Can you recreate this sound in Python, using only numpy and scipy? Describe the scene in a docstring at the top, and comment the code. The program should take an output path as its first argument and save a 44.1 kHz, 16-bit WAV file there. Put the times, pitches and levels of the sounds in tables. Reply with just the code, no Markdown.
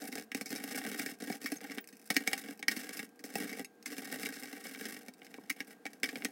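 """In a small kitchen, a chunk of cabbage is pushed to and fro over a plastic slicer resting on a bowl.
From the start, rubbing shakes the frame and the ribbed plate, leaves rasp through the blade, and stiff
ribs snap. Between strokes, loose shreds tick and an appliance hums faintly. After a second and a half
comes the first of a few tiny wet squeaks. The loudest cracks follow between two and three seconds,
and after five seconds the strokes turn mostly lighter and shorter."""
import sys
import numpy as np
from scipy import signal
from scipy.fft import rfft, irfft
from scipy.io import wavfile

SR = 44100
rng = np.random.default_rng(int(sys.argv[2]) if len(sys.argv) > 2 else 0)


def unload_audio(sound):
    """Save the sound as a 16-bit wav file, at the path given as the first command line argument."""
    columns = np.transpose(np.atleast_2d(sound))
    # keep every value between -1 and 1, then stretch to whole-number steps
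    steps = np.round(np.clip(columns, -1, 1) * 32767)
    wavfile.write(sys.argv[1], SR, steps.astype(np.int16))


N = 278271
TIME = np.arange(N) / SR
# tone colour of a leaf being cut: pitch_hz, level_db
CUT_SPECTRUM = [(900, -16.5), (2600, 9), (3500, -16.5), (5300, 9), (6900, 0.5), (8000, 4), (11000, 3),
                (13500, 2), (16000, -1.5)]


def undb(db):
    """Turn decibels into a number to multiply by."""
    return 10 ** (np.asarray(db) / 20)


def unit(x):
    """Scale a sound to a total energy of one."""
    return x / np.sqrt(np.sum(x ** 2) + 1e-18)


def steady(x):
    """Scale a sound to an average level (rms) of one."""
    return unit(x) * np.sqrt(len(x))


def through(x, response):
    """Pass a sound through a response: the sound a thing makes after one click."""
    return signal.oaconvolve(x, response)[:len(x)]


def wander(rate):
    """A value that drifts around zero, heading for a new random spot `rate` times a second."""
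    return 1.2 * np.interp(TIME * rate, np.arange(8192), rng.standard_normal(8192))


def colour(points, size=4096):
    """A click with the tone colour given by (pitch_hz, level_db) points."""
    hz, db = np.transpose(points)
    grid_hz = np.arange(size // 2 + 1) * SR / size
    gain = undb(np.interp(np.log(grid_hz + 1), np.log(hz), db))
    # these steps pack the energy at the start of the click
    cepstrum = irfft(np.log(gain))
    cepstrum[1:size // 2] *= 2
    cepstrum[size // 2 + 1:] = 0
    return unit(irfft(np.exp(rfft(cepstrum))))


def ringing(modes, size=4096):
    """One fading tone for each mode (a pitch a part rings at); wide modes die first."""
    hz, width, db = np.transpose(modes)[:, :, None]
    t = np.arange(size) / SR
    return undb(db) * width * np.exp(-np.pi * width * t) * np.sin(2 * np.pi * hz * t)


def band(x, low_hz, high_hz, order):
    """Keep what lies between two pitches."""
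    return signal.sosfilt(signal.butter(order, [low_hz, high_hz], "band", fs=SR, output="sos"), x)


def echoes(fade_s, db, size=4096):
    """A click followed by a dense patter of echoes that falls 60 dB in fade_s."""
    t = np.arange(size) / SR
    response = undb(db) * unit(rng.standard_normal(size) * undb(-60 * t / fade_s))
    response[0] += 1
    return unit(response)


def uneven(rate, spread_db, unevenness, size=2048):
    """Clicks of uneven strength at uneven times, roughly `rate` a second."""
    gaps, heights = rng.standard_normal((size, 2)).T
    at = (np.cumsum(np.exp(unevenness * gaps)) / rate * SR).astype(int)
    clicks = np.zeros(N)
    clicks[at[at < N]] = undb(spread_db * np.clip(heights[at < N], -2, 2))
    return clicks


def slicer():
    """How frame, plate and blade ring; such small parts give off little sound below their lowest modes."""
    # the frame bending over the bowl: pitch_hz, width_hz, level_db
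    frame_modes = [(141.2, 22, 5.5), (219.8, 9.3, 0.5), (261.5, 14, -2.5), (284.4, 36.3, 6.5),
                   (400.6, 12, -3.5), (449.4, 36, -0.5), (493, 37, -15), (575, 305, -14.5), (754, 89, -5),
                   (795.4, 31, -4.5)]
    # the plastic plate ringing: pitch_hz, width_hz, level_db
    plate_modes = [(1150, 39, 4.5), (1247, 97, 0.5), (1380, 40, -34.5), (1569, 53, 5.5), (1662, 45, 11.5),
                   (1874, 29, 13.5), (1967, 39, 7.5), (2097, 100, 8), (2239, 97, 10.5), (2580, 43, -37),
                   (2540, 990, -4.5), (2750, 160, -0.5), (3100, 36, -12.5)]
    # the blade and its seat ringing: pitch_hz, width_hz, level_db
    blade_modes = [(3840, 24, 8.5), (4360, 31, 5), (4900, 110, -5.5), (5320, 100, -2), (5460, 440, 0),
                   (5750, 350, -15), (6410, 240, 5.5), (6660, 15, 4)]
    frame = band(ringing(frame_modes), 178.4, 771, order=7)
    plate = band(ringing(plate_modes), 1290, 4290, order=4)
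    blade = band(ringing(blade_modes), 4000, 7270, order=2)
    return frame, plate, blade


def sliding(attack_s=0.0027, release_s=0.022):
    """Strength of rumble, crunch and rasp: each stroke starts fast, swells or eases, and runs out."""
    # pushes, returns and light shifts: start_s, end_s, rumble_db, crunch_db, rasp_db, swell_db
    moves = [(0.0, 0.081, -42, -53, -48.5, -5), (0.117, 0.208, -46, -53, -50.5, -2),
             (0.36, 0.422, -45.5, -52, -50, -0.5), (0.501, 1.115, -43, -49.5, -49, -2),
             (1.2, 1.35, -45, -53.5, -51.5, 1), (1.403, 1.57, -48.5, -55, -52, -3),
             (1.611, 1.787, -46.5, -55, -57, -6), (1.888, 2.074, -69, -70, -63, 16.5),
             (2.11, 2.513, -47, -53.5, -54, 0), (2.698, 3.034, -46.5, -50.5, -50.5, -5.5),
             (3.238, 3.344, -49, -56.5, -52.5, 0.5), (3.359, 3.601, -43, -50, -50, -6.5),
             (3.854, 4.287, -46.5, -52, -51, 3.5), (4.314, 4.764, -48.5, -53, -53, -0.5),
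             (4.787, 4.982, -47.5, -51.5, -52, 0.5), (4.993, 5.08, -53, -63.5, -63.5, 7),
             (5.169, 5.494, -58, -67, -67, -1), (5.561, 5.613, -49, -55.5, -61, 2),
             (5.668, 5.715, -53, -57, -58, 5), (5.856, 5.968, -54.5, -71, -71, 1),
             (6.045, 6.277, -47, -58.5, -57.5, 3.5)]
    power = np.zeros((3, N))
    for start, end, *levels_db, swell_db in moves:
        progress = np.clip((TIME - start) / (end - start), 0, 1)
        rise = np.clip((TIME - start) / attack_s, 0, 1)
        fall = np.exp(-np.maximum(TIME - end, 0) / release_s)
        swell = undb(swell_db * (progress - .5))
        power += np.outer(undb(levels_db), rise * fall * swell) ** 2
    return np.sqrt(power)


def jerks(rate, fade_s, spread_db, size=2048):
    """The chunk sticks, then lets go with a jerk that dies away, again and again."""
    fade = np.exp(-np.arange(size) / SR / fade_s)
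    return steady(through(uneven(rate, spread_db, unevenness=.5), fade))


def grains(rate, spread_db):
    """Tiny slips or bursting cells: random clicks, about `rate` a second."""
    happens = rng.random(N) < rate / SR
    strength = undb(spread_db * np.clip(rng.standard_normal(N), -2, 2))
    return steady(happens * strength * rng.choice([-1, 1], N))


def leaves(leaf_s=0.026, size=4096):
    """Leaf after leaf passes the blade, each a short swell that peaks early."""
    progress = np.minimum(np.arange(size) / SR / leaf_s, 1)
    swell = np.sin(np.pi * progress ** 0.56) ** 2
    return undb(-3) * steady(through(uneven(rate=34, spread_db=4, unevenness=.65), swell))


def tearing(fade_s, follow_db, size=4096):
    """One fibre gives way, then its neighbours in a quick, fading burst."""
    t = np.arange(size) / SR
    burst = rng.standard_normal(size) * (rng.random(size) < 5000 / SR)
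    burst *= undb(follow_db) * np.exp(-t / max(fade_s, 1e-4))
    burst[0] = 1
    return burst


def flicker(x, depth_db, rate):
    """Cells differ in size, so the low and the high treble of their bursting flare up separately."""
    upper = signal.sosfiltfilt(signal.butter(3, 8000, "high", fs=SR, output="sos"), x)
    return upper * undb(depth_db * wander(rate)) + (x - upper) * undb(depth_db * wander(rate))


def strokes(frame, plate, blade):
    """Rubbing shakes the slicer; each leaf at the blade adds a bright rasp, each vein a small snap."""
    rumble, crunch, rasp = sliding()
    # a light touch hardly bends the frame and bursts few cells
    pressure = rumble / np.hypot(rumble, undb(-57))
    # the same jerks drive all three parts, on top of an even rubbing
    grip = steady(jerks(rate=60, fade_s=0.0042, spread_db=4.5) + undb(-3.5))
    slips = grains(rate=6000, spread_db=1.5) * grip * pressure
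    cells = grains(rate=14000, spread_db=4.5) * leaves() * pressure
    # thin veins and fine fibres keep breaking, even under a light touch
    breaks = uneven(rate=22, spread_db=4, unevenness=.7)
    veins = steady(through(breaks, tearing(fade_s=.002, follow_db=-11.5))) * undb(-9)
    fibres = grains(rate=150, spread_db=0)
    cut = unit(colour(CUT_SPECTRUM) + undb(-9) * unit(blade.sum(0)))
    low = through((slips * undb(-3.5) + veins * undb(0.5)) * rumble, unit(frame.sum(0)))
    middle = through((slips + cells * undb(-3) + veins) * crunch, unit(plate.sum(0)))
    bright = through((cells * undb(-0.1) + slips * undb(-3.5) + veins + fibres * undb(-11)) * rasp, cut)
    return low + middle + flicker(bright, depth_db=2, rate=190)


def straining(rise_s, size=1024):
    """A swelling crackle of thin fibres as the pressure builds up."""
    crackle = rng.standard_normal(size) * (rng.random(size) < .1)
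    return unit(crackle * np.exp(np.arange(-size, 0) / SR / rise_s))


def struck(part, damping_s=0.039):
    """A part is hit at a random spot, so each mode rings more or less; the pressing chunk muffles it."""
    ring = (1 + .25 * rng.standard_normal(len(part))) @ part
    return unit(ring * np.exp(-TIME[:len(ring)] / damping_s))


def cracks(frame, plate, blade):
    """A rib strains and snaps; the same push thumps the frame, rings the plate and ticks at the blade."""
    # ribs snapping and the chunk knocking: start_s, thump_db, ring_db, tick_db, tear_s (stretched below)
    snaps = [(.015, -49, -64, -63, 0.0024), (0.1265, -48.5, -49, -48.5, 0.00092),
             (0.1803, -46, -50, -51.5, 0.00071), (0.3178, -54, -42.5, -50.5, 0.00017),
             (0.3478, -37, -43.5, -39, 0.000071), (0.4114, -49, -62, -42.5, 0.0038),
             (0.459, -50, -47.5, -44, 0.012), (0.5047, -49, -58, -46, .0066), (.56, -49, -59, -43, 0.0036),
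             (0.7142, -44, -55, -63, 0.009), (0.7467, -45.5, -48, -63, 0.0018),
             (0.8728, -45, -57, -58, 0.0084), (.9336, -55, -50.5, -62, .0057),
             (0.9963, -40, -41.5, -39.5, 0.0003), (1.0621, -44.5, -42, -41.5, 0.0025),
             (1.3006, -36.5, -47, -48.5, 0.0018), (1.325, -72, -47, -47, 0.0028),
             (1.4433, -40, -64, -48, 0.0039), (1.4596, -66, -38, -40.5, .006),
             (1.5193, -35, -46, -42, 0.0027), (1.6067, -67, -57, -63, .001),
             (1.6981, -47.5, -49.5, -75, 0.00057), (1.718, -65, -47.5, -51, 0.0028),
             (1.775, -41, -56, -54, 0.0016), (1.7835, -54, -42.5, -51.5, 0.0008),
             (1.8422, -73, -71, -58.5, 0.00084), (1.8887, -76, -68, -55, 0.0013),
             (1.9275, -55, -64, -59, 0.0058), (2.1034, -37, -31.5, -33, 0.0035),
             (2.159, -45, -41, -43, 0.0095), (2.1663, -33.5, -27, -30, 0.000086),
             (2.2705, -60, -45, -52, 0.0056), (2.2755, -39.5, -31.5, -34, .0006),
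             (2.3321, -42, -34, -36, 0.0018), (2.3785, -68, -52, -44, .002),
             (2.5935, -54, -77, -52.5, 0.0034), (2.6278, -51, -41.5, -50, 0.0002),
             (2.6827, -42.5, -27, -30.5, 0.00066), (2.714, -48, -44, -44, 0.0037),
             (2.7659, -41.5, -47, -44.5, 0.0071), (2.971, -55, -55, -46.5, .002),
             (2.993, -46, -41.5, -45, 0.0044), (3.1929, -57, -62, -59, 0.0041),
             (3.2413, -46.5, -55, -50.5, .0008), (3.3553, -37, -43.5, -38.5, 0.0018),
             (3.4236, -50, -50.5, -53, 0.0023), (3.4937, -56, -47.5, -50, 0.0058),
             (3.529, -51, -46, -49.5, 0.0052), (3.647, -78, -68, -47.5, 0.0012),
             (3.827, -80, -77, -58.5, 0.0011), (3.8595, -51, -46.5, -41.5, 0.0068),
             (3.982, -45, -49, -45, 0.0018), (4.1227, -46, -50.5, -55, 0.015),
             (4.232, -51, -45.5, -45, 0.0015), (4.2589, -49.5, -39.5, -46, 0.0027),
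             (4.3244, -51, -57, -57, 0.00084), (4.435, -53, -60, -49, 0.0018),
             (4.529, -46.5, -50.5, -51, 0.0026), (4.7488, -70, -49.5, -59, 0.00078),
             (4.8544, -46, -45, -45, 0.0045), (5.0838, -51, -55, -52.5, 0.00012),
             (5.138, -73, -78, -60.5, .0008), (5.2183, -57, -56, -72, 0.00074),
             (5.2475, -62, -75, -58.5, .003), (5.267, -62, -58, -61, .0003),
             (5.342, -54.5, -52, -57.5, .0009), (5.3826, -48, -67, -80, 0.0013),
             (5.4975, -64, -52, -42, 0.0032), (5.5011, -45, -35, -37, 0.0029),
             (5.6046, -49.5, -40.5, -46.5, 0.0008), (5.855, -44.5, -45.5, -51.5, 0.00054),
             (5.865, -53, -42, -48.5, .0002), (5.933, -61, -61, -57, 0.0017),
             (6.0327, -42, -32.5, -37.5, .0003), (6.041, -45, -35, -40.5, 0.0022),
             (6.059, -63, -47, -48, .0014), (6.09, -52, -42.5, -47.5, 0.0032),
             (6.157, -44.5, -44, -50.5, 0.0021), (6.222, -62, -47, -61, 0.00055),
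             (6.2481, -39.5, -59, -35.5, 0.00037), (6.2522, -44.5, -38, -51, .0005)]
    # tone colour of a snapping rib: pitch_hz, level_db
    snap_spectrum = [(700, -22), (1200, -7.5), (2600, 8), (3500, -12.5), (5500, 5.5), (6400, -3.5),
                     (6900, -7.5), (8000, 1), (9700, -4.5), (11200, -0.5), (13000, -8.5), (16000, -1)]
    average_s = .02  # each level counts as if the sound were spread over this time
    out = np.zeros(N + SR)
    # a hard snap favours the plate's upper modes, the soft chunk the frame's lowest
    hard = colour([(1100, -2.5), (1500, -4.5), (1700, -0.5), (1900, 2.5),
                   (2250, 6.0), (2600, 2.5), (3300, 0.5)], size=512)
    soft = colour([(280, 0.5), (500, -3), (800, -1.5)], size=512)
    for start_s, thump_db, ring_db, tick_db, tear_s in snaps:
        strain = undb(-14) * straining(rise_s=0.00097)
        push = np.concatenate([strain, unit(tearing(tear_s * 1.6, follow_db=-10.5))])
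        # ribs differ in thickness, and so in the colour of their snap
        snap = colour([(hz, db + 2 * rng.standard_normal()) for hz, db in snap_spectrum])
        tick = through(snap + undb(-7) * struck(blade), echoes(fade_s=0.048, db=-1.5))
        ring = through(through(struck(plate), hard), echoes(fade_s=0.045, db=-4))
        thump = through(through(struck(frame), soft), echoes(fade_s=0.043, db=-6))
        parts = (thump, thump_db), (ring, ring_db), (tick, tick_db)
        crack = sum(undb(db) * unit(through(push, part)) for part, db in parts)
        first = max(int(start_s * SR) - len(strain), 0)
        out[first:first + len(crack)] += crack * np.sqrt(average_s * SR)
    return out[:N]


def shreds(level_db=-70.5):
    """Loose shreds settle on the plate and in the bowl with faint, bright ticks."""
    tick = through(colour(CUT_SPECTRUM), echoes(fade_s=.04, db=-1))
    landings = uneven(rate=16, spread_db=7, unevenness=0.64)
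    return undb(level_db) * steady(through(landings, tick))


def kitchen(air_db=-62.5):
    """Soft room noise and the slightly wavering hum of an appliance."""
    # tone colour of the quiet room: pitch_hz, level_db
    air_spectrum = [(25, -38), (80, -32), (130, -23), (205, -2), (300, -3), (380, -10.5), (470, -6),
                    (540, -17.5), (780, -10), (900, -22), (1600, -21), (3000, -31), (6000, -34.5),
                    (16000, -35.5)]
    # tones of the appliance: pitch_hz, level_db
    hum_tones = [(474, -72.5), (1599, -76)]
    air = steady(through(rng.standard_normal(N), colour(air_spectrum))) * undb(air_db + wander(4.11))
    hum = np.zeros(N)
    for hz, db in hum_tones:
        level = undb(db + wander(12))
        pitch_hz = hz * (1 + 0.0015 * wander(14))
        hum += level * np.sin(2 * np.pi * np.cumsum(pitch_hz) / SR)
    return air + np.sqrt(2) * hum


def squeaks():
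    """A wet leaf or fingertip sticks and slips very fast: a brief tone that mostly falls as it slows."""
    # squeaks on the smooth plate: start_s, length_s, start_pitch_hz, end_pitch_hz, level_db
    glides = [(1.565, 0.014, 6530, 6370, -49), (1.803, .016, 15800, 15100, -53),
              (1.818, .014, 15800, 15200, -61), (3.644, 0.021, 6420, 6480, -58),
              (5.383, 0.0117, 1300, 587, -56.5)]
    out = np.zeros(N)
    waver = 1 + 0.0048 * wander(600)
    for start_s, length_s, start_hz, end_hz, db in glides:
        progress = np.clip((TIME - start_s) / length_s, 0, 1)
        hz = (start_hz + (end_hz - start_hz) * progress) * waver
        out += 2 * undb(db) * np.sin(np.pi * progress) * np.sin(2 * np.pi * np.cumsum(hz) / SR)
    return out


def scene():
    """Slicing close by, with the short echo and the quiet hum of the kitchen."""
    parts = slicer()
    near = strokes(*parts) + cracks(*parts) + squeaks() + shreds()
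    room = echoes(fade_s=0.17, db=-19, size=16384)
    return (through(near, room) + kitchen())[None]


def record(dry):
    """Cut away the very highest treble."""
    top_hz = 15950
    return signal.sosfilt(signal.ellip(10, .2, 70, top_hz, fs=SR, output="sos"), dry)


dry = scene()
out = record(dry)
unload_audio(out)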